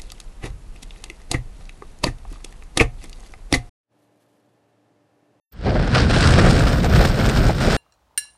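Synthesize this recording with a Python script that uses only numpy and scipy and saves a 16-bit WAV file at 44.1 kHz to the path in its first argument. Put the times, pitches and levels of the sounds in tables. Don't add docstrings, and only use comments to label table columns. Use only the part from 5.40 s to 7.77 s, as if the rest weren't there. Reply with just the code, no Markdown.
import sys
import numpy as np
from scipy import signal
from scipy.fft import rfft, irfft, next_fast_len
from scipy.io import wavfile
from scipy.ndimage import uniform_filter1d

SR = 44100
rng = np.random.default_rng(int(sys.argv[2]) if len(sys.argv) > 2 else 0)


def dump(signal):
    limited = np.clip(np.atleast_2d(signal).T, -1, 1)
    pcm = np.round(limited * 32767).astype(np.int16)
    wavfile.write(sys.argv[1], SR, pcm)


def convert_level_to_amplitude(level_db):
    exponent = np.asarray(level_db, float) / 20
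    return 10 ** exponent


N = 104384

START_S, FULL_S = 0.128, 0.27

# t/s, wind pressure level/dB, cloth shaking level/dB
GUSTS = [(.28, -20, -38), (.5, -18.5, -37), (.56, -14.5, -27), (.62, -14, -30.5), (0.659, -15.5, -35.5),
         (.75, -15, -33.5), (.88, -10, -30), (1.0, -10.5, -28), (1.2, -14, -29.5), (1.4, -15.5, -36.5),
         (1.5, -16.5, -37.5), (1.56, -13, -26), (1.65, -13.5, -30.5), (1.73, -17.5, -36.5),
         (1.84, -15.5, -34.5), (2.08, -14.5, -31.5), (2.14, -22.5, -39.5), (2.239, -16.5, -29.5)]
# f/Hz, level/dB per Hz
RUMBLE_COLOUR = [(18, -24), (30, 2), (76, -1), (150, -3.5), (230, -11), (400, -19.5), (800, -51.5),
                 (2000, -80)]
# f/Hz, level/dB per Hz
RUSTLE_COLOUR = [(400, -9), (900, -2), (1500, 5.5), (2100, -4), (5300, -6.5), (6200, -15.5), (8800, -16),
                 (13000, -47.5)]
PATCH_BORDERS = [1100, 2100, 3500, 5800]
# f/Hz, level/dB per Hz
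THUMP_COLOUR = [(100, -60), (200, -1.5), (330, -2.5), (500, 0.5), (720, -1.5), (880, -11), (1100, -19),
                (2500, -19)]
# f/Hz, level/dB per Hz
HISS_COLOUR = [(10800, -13), (11600, -1), (12500, 6), (14000, 2.5), (15300, -1)]
# centre t/s, rustle level/dB, thump level above the rustle/dB, half length t/s
WALL_FLAPS = [(0.277, -32, 13, 0.022), (0.322, -36, 14, 0.013), (0.417, -31, 8.5, 0.027),
              (0.475, -30.5, 10, 0.0076), (0.575, -17.5, -4.5, 0.034), (0.707, -16.5, -9, 0.01),
              (0.742, -16, -11, 0.011), (0.769, -21.4, 3.5, 0.012), (0.864, -15, -27, 0.064),
              (0.992, -15, 1, 0.0081), (1.064, -21, 4.5, 0.026), (1.11, -19, -5, 0.0049),
              (1.17, -18, -4, 0.0071), (1.25, -26, -12, 0.012), (1.282, -18.5, -10, 0.009),
              (1.337, -24, -1.5, 0.015), (1.418, -36, 5, 0.0069), (1.455, -23, 5.5, 0.01),
              (1.501, -26.5, 8.5, 0.0072), (1.601, -28.5, -14, 0.032), (1.652, -16, 3, 0.004),
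              (1.703, -29.5, 8, 0.004), (1.794, -23.5, 4.5, 0.017), (1.858, -25, 1.5, 0.041),
              (1.975, -26, -35, 0.02), (2.002, -25, 2, 0.0053), (2.06, -36.5, 7, 0.025),
              (2.218, -24, 4.5, 0.011), (2.251, -26, 6, 0.0053), (2.33, -18, 3, 0.0057)]
# t/s, peak level/dB
TAUT_KNOCKS = [
    (0.356, -8.5),
    (0.565, -17),
    (1.044, -23),
    (1.194, -17),
    (1.603, -8.5),
    (1.658, -22),
    (1.882, -9.5),
    (2.043, -10),
    (2.094, -7),
    (2.276, -6.5),
]
# t/s, peak level/dB
CREASE_SNAPS = [(0.4754, -14), (0.5498, -3), (0.571, -9), (0.769, -20), (0.7844, -14), (0.8274, -8.5),
                (0.8739, -3), (0.9077, -7), (0.923, -10), (1.1098, -7), (1.195, -8), (1.4456, -9),
                (1.4544, -17), (1.564, -13), (1.6114, -22), (1.6542, -8), (1.86, -8.5), (1.884, -29),
                (1.89, -7.5), (1.897, -6), (2.0434, -26), (2.067, -10.5), (2.0874, -15), (2.3174, -19)]
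# f/Hz, level/dB per Hz
SNAP_COLOUR = [(300, 0), (1500, 3), (5000, -4), (8000, -7), (11000, -23), (15300, -37)]


def colour(x, table):
    size = next_fast_len(N + 8192)
    hz = np.maximum(np.fft.rfftfreq(size, 1 / SR), 1)
    f, db = np.array(table).T
    gain = convert_level_to_amplitude(np.interp(np.log(hz), np.log(f), db, left=-120, right=-120))
    shaped = irfft(rfft(x, size) * gain, size)[..., :N]
    return shaped / np.sqrt(np.mean(gain ** 2))


def walk(per_s):
    hold = int(SR / per_s)
    steps = np.repeat(rng.standard_normal(N // hold + 1), hold)
    w = uniform_filter1d(uniform_filter1d(steps, hold), hold)[:N]
    return (w - w.mean()) / w.std()


def buffet(pressure_db, lift):
    wind = colour(rng.standard_normal(N), RUMBLE_COLOUR)
    return wind * convert_level_to_amplitude(pressure_db + 1.2 * walk(33)) * lift ** 0.1


def crackle():
    per_s, spread_db, top_db, decay_s, share = 900, 5.5, 8, 0.00082, 0.59
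    chance, luck = rng.random((2, N))
    size_db = np.minimum(-spread_db * np.log(luck + 1e-9), top_db)
    hits = (chance < per_s / SR) * convert_level_to_amplitude(size_db) ** 2
    power = signal.lfilter([1], [1, -np.exp(-1 / (decay_s * SR))], hits)
    return np.sqrt(share * power / power.mean() + 1 - share)


def patchy(x):
    lows = [signal.sosfiltfilt(signal.butter(2, hz, fs=SR, output="sos"), x) for hz in PATCH_BORDERS]
    total = 0
    for band in np.diff([0 * x, *lows, x], axis=0):
        flicker_db = 1.5 * walk(45) + 2.2 * walk(300)
        total = total + band * convert_level_to_amplitude(flicker_db)
    return total


def rustle(effort):
    return patchy(colour(rng.standard_normal(N) * effort, RUSTLE_COLOUR))


def thump(push, grains):
    uneven = convert_level_to_amplitude(1.2 * walk(35.2))
    return colour(rng.standard_normal(N) * push * grains * uneven, THUMP_COLOUR)


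def open_treble(t, x):
    treble = signal.sosfiltfilt(signal.butter(4, 5840, "high", fs=SR, output="sos"), x)
    gain = convert_level_to_amplitude(np.interp(t, [START_S, FULL_S, 0.89], [0, -9.5, 0]))
    return x + treble * (gain - 1)


def top_hiss(t, effort, fade):
    tick_decay_s, wide_s = 0.006, 0.78
    tick = convert_level_to_amplitude(-54) * (t > START_S - 0.006) * np.exp(-np.maximum(t - START_S, 0) / tick_decay_s)
    rise_db = np.interp(t, [FULL_S, 0.93, 1.39, 2.05, t[-1]], [-30, -18.5, 0, 0, -7])
    top = effort * fade * convert_level_to_amplitude(-22.5 + rise_db)
    wide = convert_level_to_amplitude(-0.5) * np.clip((t - wide_s) / 0.15, 0, 1)
    mid, side = colour(rng.standard_normal((2, N)) * [top + tick, top * wide + tick], HISS_COLOUR)
    return mid + side * np.array([[1], [-1]])


def swells(t, times, levels_db, half_s):
    shape = np.exp(-0.5 * ((t - times[:, None]) / half_s[:, None]) ** 2)
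    return np.sqrt(np.sum((convert_level_to_amplitude(levels_db)[:, None] * shape) ** 2, axis=0))


def flaps(t):
    s, flap_db, thump_db, half_s = np.array(WALL_FLAPS).T
    rustle_swell = swells(t, s, flap_db - 5, half_s)
    thump_swell = swells(t, s, flap_db + thump_db - 3, half_s)
    return rustle_swell, thump_swell


def bursts(t, times, peaks_db, decay_s, attack_s):
    age = t - times[:, None]
    shape = np.clip(age / attack_s + 1, 0, 1) * np.exp(-np.maximum(age, 0) / decay_s)
    return np.sqrt(np.sum((convert_level_to_amplitude(peaks_db)[:, None] * shape) ** 2, axis=0))


def knocks(t):
    s, peak_db = np.array(TAUT_KNOCKS).T
    return bursts(t, s, peak_db - 8, decay_s=0.015, attack_s=0.008)


def snaps(t):
    s, peak_db = np.array(CREASE_SNAPS).T
    strength = bursts(t, s, peak_db - 12, decay_s=0.003, attack_s=0.001)
    return colour(rng.standard_normal(N) * strength, SNAP_COLOUR)


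def scene():
    t = np.arange(N) / SR
    s, pressure_db, shake_db = np.array(GUSTS).T
    pressure_db, shake_db = np.interp(t, s, pressure_db), np.interp(t, s, shake_db)

    shiver_db, grains = 0.5 * walk(28.91), crackle()
    flap_rustle, flap_thump = flaps(t)
    effort = np.hypot(convert_level_to_amplitude(shake_db + 3.5 + shiver_db), flap_rustle) * grains
    thump_bed_db = shake_db + 5.5
    push = np.sqrt(convert_level_to_amplitude(thump_bed_db + shiver_db) ** 2 + flap_thump ** 2 + knocks(t) ** 2)
    lift = push / convert_level_to_amplitude(thump_bed_db)

    opened = np.clip((t - START_S) / 0.014 + 1, 0, 1)
    fade = convert_level_to_amplitude(np.interp(t, [START_S, FULL_S], [-29, 0])) * opened
    cloth_fade = convert_level_to_amplitude(np.interp(t, [START_S, 0.22, FULL_S], [-23, -12, 0])) * opened

    low = (buffet(pressure_db, lift) + thump(push, grains)) * fade
    cloth = open_treble(t, rustle(effort) + snaps(t)) * cloth_fade
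    return low + cloth + top_hiss(t, effort, fade)


def top_cut(x):
    return signal.sosfilt(signal.butter(12, 15710, fs=SR, output="sos"), x)


def record(dry):
    ceiling = 1.1
    mono = dry.mean(0)
    mix = ceiling * np.tanh(mono / ceiling) + (dry - mono)
    return top_cut(mix)


dry = scene()
out = record(dry)
dump(out)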